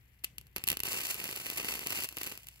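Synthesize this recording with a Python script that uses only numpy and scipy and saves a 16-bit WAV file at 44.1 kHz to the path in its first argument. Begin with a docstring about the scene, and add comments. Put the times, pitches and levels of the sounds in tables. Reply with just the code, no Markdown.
"""Candle sputtering in wax

A candle burns in a pool of wax on a plate, close to two microphone ports in a quiet room.
Moisture at the wick bursts in sharp pops: filtered impulses, each with a spit of noise; decaying sines puff.
A dense sizzle of random impulses and steam noise boils up, sputters and thins out to last ticks.
The plate adds a quick echo and scatter; behind lie a faint room tail, rumble, hum and hiss.
"""
import sys
import numpy as np
from scipy import signal
from scipy.fft import rfft, irfft, next_fast_len
from scipy.io import wavfile
from scipy.ndimage import uniform_filter1d, map_coordinates

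SR = 44100
rng = np.random.default_rng(int(sys.argv[2]) if len(sys.argv) > 2 else 0)


def digitize_waveform(pressure):
    """Quantize a signal to 16-bit integers and store it at the path in sys.argv[1].

    Rows of a 2-D input are taken as channels; values are limited to [-1, 1].
    """
    field = np.atleast_2d(pressure).T
    bounded = np.clip(field, -1, 1)
    quanta = np.round(bounded * 32767).astype(np.int16)
    wavfile.write(sys.argv[1], SR, quanta)


N = 114660
T = np.arange(N) / SR
FFT_SIZE = 2 * next_fast_len(N // 2 + SR // 5)  # padded for the tails
HZ = np.fft.rfftfreq(FFT_SIZE, 1 / SR)

# Room noise spectra. Each row: frequency in Hz, relative density in dB per Hz.
RUMBLE_SPECTRUM = [(15, -28), (35, -12), (55, 0.5), (90, -5.5), (140, -8), (220, -20), (400, -28),
                   (1000, -40), (4000, -67)]
HISS_SPECTRUM = [(100, 3), (1300, -4), (2000, 7.5), (2900, 1.5), (4200, -9), (5500, -26), (9500, -23),
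                 (11500, -0.5), (15500, -6), (16300, -31)]
# Hum tones. Each row: frequency in Hz, mean level in dB.
HUM_TONES = [(58, -69.5), (120, -72.5)]
RUMBLE_DB, HISS_DB = -65, -72  # mean of the two ports
HISS_TILT_DB, LOW_TILT_DB = 3, 1  # added at the left port, taken off at the right

# Bursts at the wick. Each row: start in seconds, crack level in dB, low plop level in dB.
POPS = [(.2388, -23, -31), (.2419, -17.5, -27), (0.2447, -9, -25.5), (0.2481, -14, -45),
        (0.383, -15.5, -36.5), (.413, -30.5, -40), (0.469, -36.5, -45), (0.563, -10, -13),
        (0.5682, -16, -17), (0.5823, -18, -22), (0.6393, -9.5, -21), (0.6715, -13.5, -32),
        (0.6759, -13, -18), (0.677, -6, -20), (.687, -1.5, -33), (.6974, -17, -45), (.702, -3.5, -16.5),
        (.717, -7.5, -17.5), (.729, -12, -15), (.74, -25, -42), (.771, -10.5, -16.5), (.793, -22, -26),
        (.803, -9.5, -21), (0.8349, -7.5, -15.5), (0.8788, -33, -14.5), (0.9312, -9.5, -26),
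        (1.144, -13.5, -56), (1.2416, -12.5, -21), (1.2785, -18.5, -34), (1.312, -16, -28),
        (1.362, -14, -45), (1.466, -13, -18), (1.5011, -10, -17), (1.574, -12.5, -42), (1.5829, -12, -26),
        (1.6467, -16, -13.5), (1.7546, -15.5, -18), (1.7926, -14.5, -19), (1.8711, -8.5, -48),
        (1.9053, -11.5, -41), (2.0366, -12, -25), (2.044, -11.5, -19.5), (2.089, -15, -40),
        (2.126, -24, -27.5), (2.17, -13.5, -20), (2.1763, -25, -16.5), (2.1849, -15.5, -33),
        (2.2136, -21, -16), (2.2163, -17, -19.5), (2.2331, -11.5, -28), (2.241, -17, -40),
        (2.2676, -16.5, -20), (2.274, -16, -20), (2.297, -23, -30), (2.3222, -19.5, -20),
        (2.376, -19.5, -27), (2.433, -31.5, -55), (2.47, -23, -56), (2.4863, -20, -58)]
# Burst spectra. Each row: frequency in Hz, relative density in dB per Hz.
CRACK_SPECTRUM = [(100, -39.5), (700, -9), (1400, -5), (2700, 2.5), (7500, -0.5), (12300, 4), (16000, -3.5)]
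PLOP_SPECTRUM = [(30, -26), (110, -3), (240, -1.5), (380, 2.5), (650, -3.5), (1200, -2), (2500, -5.5),
                 (4500, -10.5), (16000, -37)]
FIZZ_SPECTRUM = [(100, -18.5), (700, -1), (1300, -1), (2500, 0), (6000, 0), (15650, -1.5), (16200, -61)]
SPRAY_DB, SPRAY_T60_S = -8.5, 0.014  # spit of vapour, level relative to its crack
SPOTS = 6  # places around the wick

# Strength of the boiling. Each row: time in seconds, fizz level in dB, low bubbling level in dB.
BOIL = [(0.551, -78, -100), (0.571, -59, -50), (.65, -68.5, -68), (0.714, -47, -42.5), (.76, -65, -62.5),
        (.828, -68, -63), (0.85, -40, -47.5), (.99, -39, -45), (1.06, -40.5, -56.5), (1.111, -35.5, -55),
        (1.141, -46, -50.5), (1.26, -44, -46.5), (1.42, -45.5, -51.5), (1.551, -44, -50.5),
        (1.6, -39, -40.5), (1.63, -46, -48.5), (1.7, -38.5, -41.5), (1.78, -45.5, -51), (1.85, -47, -49),
        (1.875, -44, -44.5), (1.96, -38, -43.5), (2.049, -41.5, -51), (2.07, -52, -64), (2.15, -59, -61.5),
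        (2.2, -47.5, -59), (2.272, -46, -48.5), (2.34, -52.5, -55), (2.4, -61.5, -70), (2.6, -65, -94)]
FIZZ_PER_S, FIZZ_SPREAD_DB = 5000, 6.7
BUBBLES_PER_S, BUBBLE_SPREAD_DB = 450, 5.5
SPUTTER_DB, SPUTTER_KNOTS_PER_S = 3, 200
STEAM_DB = -5.5  # relative to the fizz

# Recoil of the flame from the larger pops. Each row: start in seconds, level in dB, pitch in Hz.
PUFFS = [(.58, -45, 70), (0.639, -44, 110), (.703, -38, 130), (.717, -37, 133), (.729, -45, 153),
         (0.774, -47, 70), (0.802, -45, 80), (0.837, -46, 109)]
PUFF_T60_CYCLES = 3.7

# Phase between the ports. Each row: frequency in Hz, lead of the left port in radians.
PORT_LEAD = [(100, 0), (650, .4), (900, 1.1), (1550, .5), (1720, -.4), (1950, 1.6), (2350, 3), (3500, 3.15),
             (4000, 5.4), (4600, 5.7), (4850, 4.3), (6500, 4.5), (7100, 7.1), (7500, 5.5), (9200, 5.1),
             (9900, 6.4), (10500, 6.1), (11600, 7.8), (13150, 7.8), (13400, 9.6), (14200, 9.7),
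             (15600, 11.3)]
# Balance of the wick. Each row: time in seconds, left minus right in dB.
BALANCE = [(.45, 1), (.56, -1)]
ECHO_S, ECHO_GAIN = 0.001169, 0.18
SCATTER_T60_S = 0.012
# Scatter off the lumps of wax and the rim. Each row: frequency in Hz, gain in dB.
SCATTER_GAIN = [(200, -11.5), (1000, -33), (1850, -2.5), (2450, -14.5), (3350, -10.5), (4500, -4),
                (15000, -2)]

# Decay of the room. Each row: frequency in Hz, 60 dB decay time in seconds.
ROOM_T60 = [(150, .25), (2500, 0.18), (8000, 0.23), (16000, 0.04)]
# Strength of the room tail. Each row: frequency in Hz, gain in dB.
ROOM_GAIN = [(100, -17.5), (1000, -14), (2800, -14), (6000, -17.5), (15000, -17.5)]

# Colour of the microphone ports. Each row: frequency in Hz, gain in dB.
LEFT_PORT = [(400, 2), (750, -3.5), (1100, 0), (1680, -1), (1850, -9), (2300, 4.5), (2750, 10.5), (3250, 4),
             (3930, -3.5), (4450, 3.5), (5050, 3.5), (5450, 0), (5950, 3.5), (6750, -2.5), (7400, 3),
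             (8400, .5), (11200, 0), (12000, 2.5), (13300, 0), (15000, -1), (15600, 2)]
RIGHT_PORT = [(400, 1.5), (650, -3.5), (1250, -4.5), (1680, -5), (2000, 9), (2400, 6), (2800, 9), (3350, 2),
              (4300, 0), (5250, -10), (5900, 0), (6800, -1), (7700, -6), (9100, -6), (9700, -1),
              (10150, -4), (11100, -1.5), (11550, 5), (12000, 1), (12350, 6), (12850, -1), (13200, 4),
              (14250, 2), (15000, -3), (15500, -1)]
MIC_GAIN_DB = -1.5
TOP_HZ = 16700

LEFT_RIGHT = np.array([[1], [-1]])


def amp(db):
    """Decibels to gain."""
    return 10 ** (np.asarray(db) / 20)


def unit(x):
    """Scale to rms 1."""
    return x / np.sqrt(np.mean(x ** 2) + 1e-20)


def along(points, hz=HZ):
    """Read a table on a log-frequency axis."""
    table = np.transpose(points)
    return np.interp(np.log(hz + 1), np.log(table[0] + 1), table[1])


def causal(gain):
    """Minimum-phase response with the given gain, by folding the cepstrum."""
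    cepstrum = irfft(np.log(np.maximum(gain, 1e-6)))
    cepstrum[1:FFT_SIZE // 2] *= 2
    cepstrum[FFT_SIZE // 2 + 1:] = 0
    return np.exp(rfft(cepstrum))


def filtered(x, response):
    """Pass x through a frequency response."""
    return irfft(rfft(x, FFT_SIZE) * response, FFT_SIZE)[..., :N]


def coloured(x, spectrum):
    """Causal colouring that keeps the energy of a white input."""
    return filtered(x, causal(unit(amp(along(spectrum)))))


def wobble(knots_per_s):
    """Smooth random curve through normal knots."""
    knots = rng.standard_normal(4000)
    return map_coordinates(knots, [T * knots_per_s], mode="wrap")


def background():
    """Wavering low rumble and hum, nearly alike at both ports, with a thin hiss separate at each."""
    shared = rng.standard_normal(N)
    separate = .25 * rng.standard_normal((2, N))
    rumble = coloured(shared + separate, RUMBLE_SPECTRUM)
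    rumble = rumble * amp(RUMBLE_DB + 2.5 * wobble(11))
    hum = np.zeros(N)
    for hz, db in HUM_TONES:
        level = np.sqrt(2) * amp(db + 3 * wobble(10))
        hum += level * np.sin(2 * np.pi * hz * T + .6 * wobble(8))
    hiss = coloured(rng.standard_normal((2, N)), HISS_SPECTRUM)
    hiss = hiss * amp(HISS_DB + HISS_TILT_DB * LEFT_RIGHT)
    return (rumble + hum) * amp(LOW_TILT_DB * LEFT_RIGHT) + hiss


def placed(x):
    """Share the samples out at random among a few spots around the wick."""
    spot = rng.integers(SPOTS, size=N)
    return x * (spot == np.arange(SPOTS)[:, None])


def pops():
    """Each bubble bursts with a crack, a low plop and a short spit of vapour."""
    cracks, plops, spray = np.zeros((3, N))
    t = np.arange(SR // 30) / SR
    for start_s, crack_db, plop_db in POPS:
        i = round(start_s * SR)
        cracks[i] += amp(crack_db)
        plops[i] += amp(plop_db)
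        spit = rng.standard_normal(len(t)) * amp(-60 * t / SPRAY_T60_S)
        spray[i:i + len(t)] += amp(crack_db + SPRAY_DB) * spit / np.linalg.norm(spit)
    return coloured(placed(cracks + spray), CRACK_SPECTRUM) + coloured(placed(plops), PLOP_SPECTRUM)


def plate(spots):
    """Each spot is heard directly, off the plate, and scattered by the wax in its own way for each port."""
    lead = np.exp(.5j * along(PORT_LEAD) * LEFT_RIGHT)
    echo = ECHO_GAIN * np.exp(-2j * np.pi * HZ * ECHO_S)
    direct = filtered(spots.sum(axis=0), lead * (1 + echo))
    t = np.arange(SR // 50) / SR
    paths = rng.standard_normal((2, SPOTS, len(t))) * amp(-60 * t / SCATTER_T60_S)
    paths = paths / np.linalg.norm(paths, axis=2, keepdims=True)
    scattered = signal.oaconvolve(spots[None], paths, axes=2).sum(axis=1)[:, :N]
    return direct + filtered(scattered, amp(along(SCATTER_GAIN)))


def room(spots):
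    """Faint diffuse tail of decaying noise, different for each spot and port, shortest in the top treble."""
    noise = rng.standard_normal((2, SPOTS, SR // 3))
    hz, t, bands = signal.stft(noise, SR, nperseg=256)
    decay = amp(-60 * t / along(ROOM_T60, hz)[:, None])
    tails = signal.istft(bands * decay, SR, nperseg=256)[1]
    tails = tails / np.linalg.norm(tails, axis=2, keepdims=True)
    diffuse = signal.fftconvolve(spots[None], tails, axes=2).sum(axis=1)[:, :N]
    return filtered(diffuse, amp(along(ROOM_GAIN)))


def bursts(rate_per_s, spread_db, swell_db):
    """Random impulses of uneven size and either sign, with a steady short-term rms of 1."""
    struck = rng.random(N) < rate_per_s / SR
    size_db = spread_db * np.clip(rng.standard_normal(N), -2, 2)
    x = struck * amp(size_db + swell_db) * rng.choice([-1, 1], N)
    power = uniform_filter1d(x ** 2, size=2600)
    return x / np.sqrt(np.abs(power) + 1e-6)


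def sizzle():
    """Swarms of tiny bursts over a wisp of steam, and fewer, larger bubbles; they sputter together."""
    time_s, fizz_db, bubble_db = np.transpose(BOIL)
    sputter_db = SPUTTER_DB * wobble(SPUTTER_KNOTS_PER_S)
    steam = amp(STEAM_DB) * unit(amp(sputter_db) * rng.standard_normal(N))
    fizz = bursts(FIZZ_PER_S, FIZZ_SPREAD_DB, sputter_db) + steam
    fizz = fizz * amp(np.interp(T, time_s, fizz_db))
    bubbles = bursts(BUBBLES_PER_S, BUBBLE_SPREAD_DB, sputter_db)
    bubbles = bubbles * amp(np.interp(T, time_s, bubble_db))
    return coloured(placed(fizz), FIZZ_SPECTRUM) + coloured(placed(bubbles), PLOP_SPECTRUM)


def puffs():
    """The flame is pushed aside and swings back: a soft thump of about one cycle."""
    out = np.zeros(N)
    for start_s, db, hz in PUFFS:
        cycles = np.maximum(T - start_s, 0) * hz
        out -= amp(db - 60 * cycles / PUFF_T60_CYCLES) * np.sin(2 * np.pi * cycles)
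    return out


def scene():
    """The wick, the flame, the plate and the room as the two ports hear them."""
    wick = pops() + sizzle()
    flame = puffs()
    balance_db = np.interp(T, *np.transpose(BALANCE))
    pan = amp(.5 * balance_db * LEFT_RIGHT)
    heard = pan * plate(wick) + flame + room(wick + flame / SPOTS)
    ports = np.array([causal(amp(along(port))) for port in (LEFT_PORT, RIGHT_PORT)])
    return filtered(heard, ports * amp(MIC_GAIN_DB)) + background()


def record(dry):
    """Steep zero-phase low-pass at the band limit."""
    return filtered(dry, 1 / np.sqrt(1 + (HZ / TOP_HZ) ** 160))


dry = scene()
out = record(dry)
digitize_waveform(out)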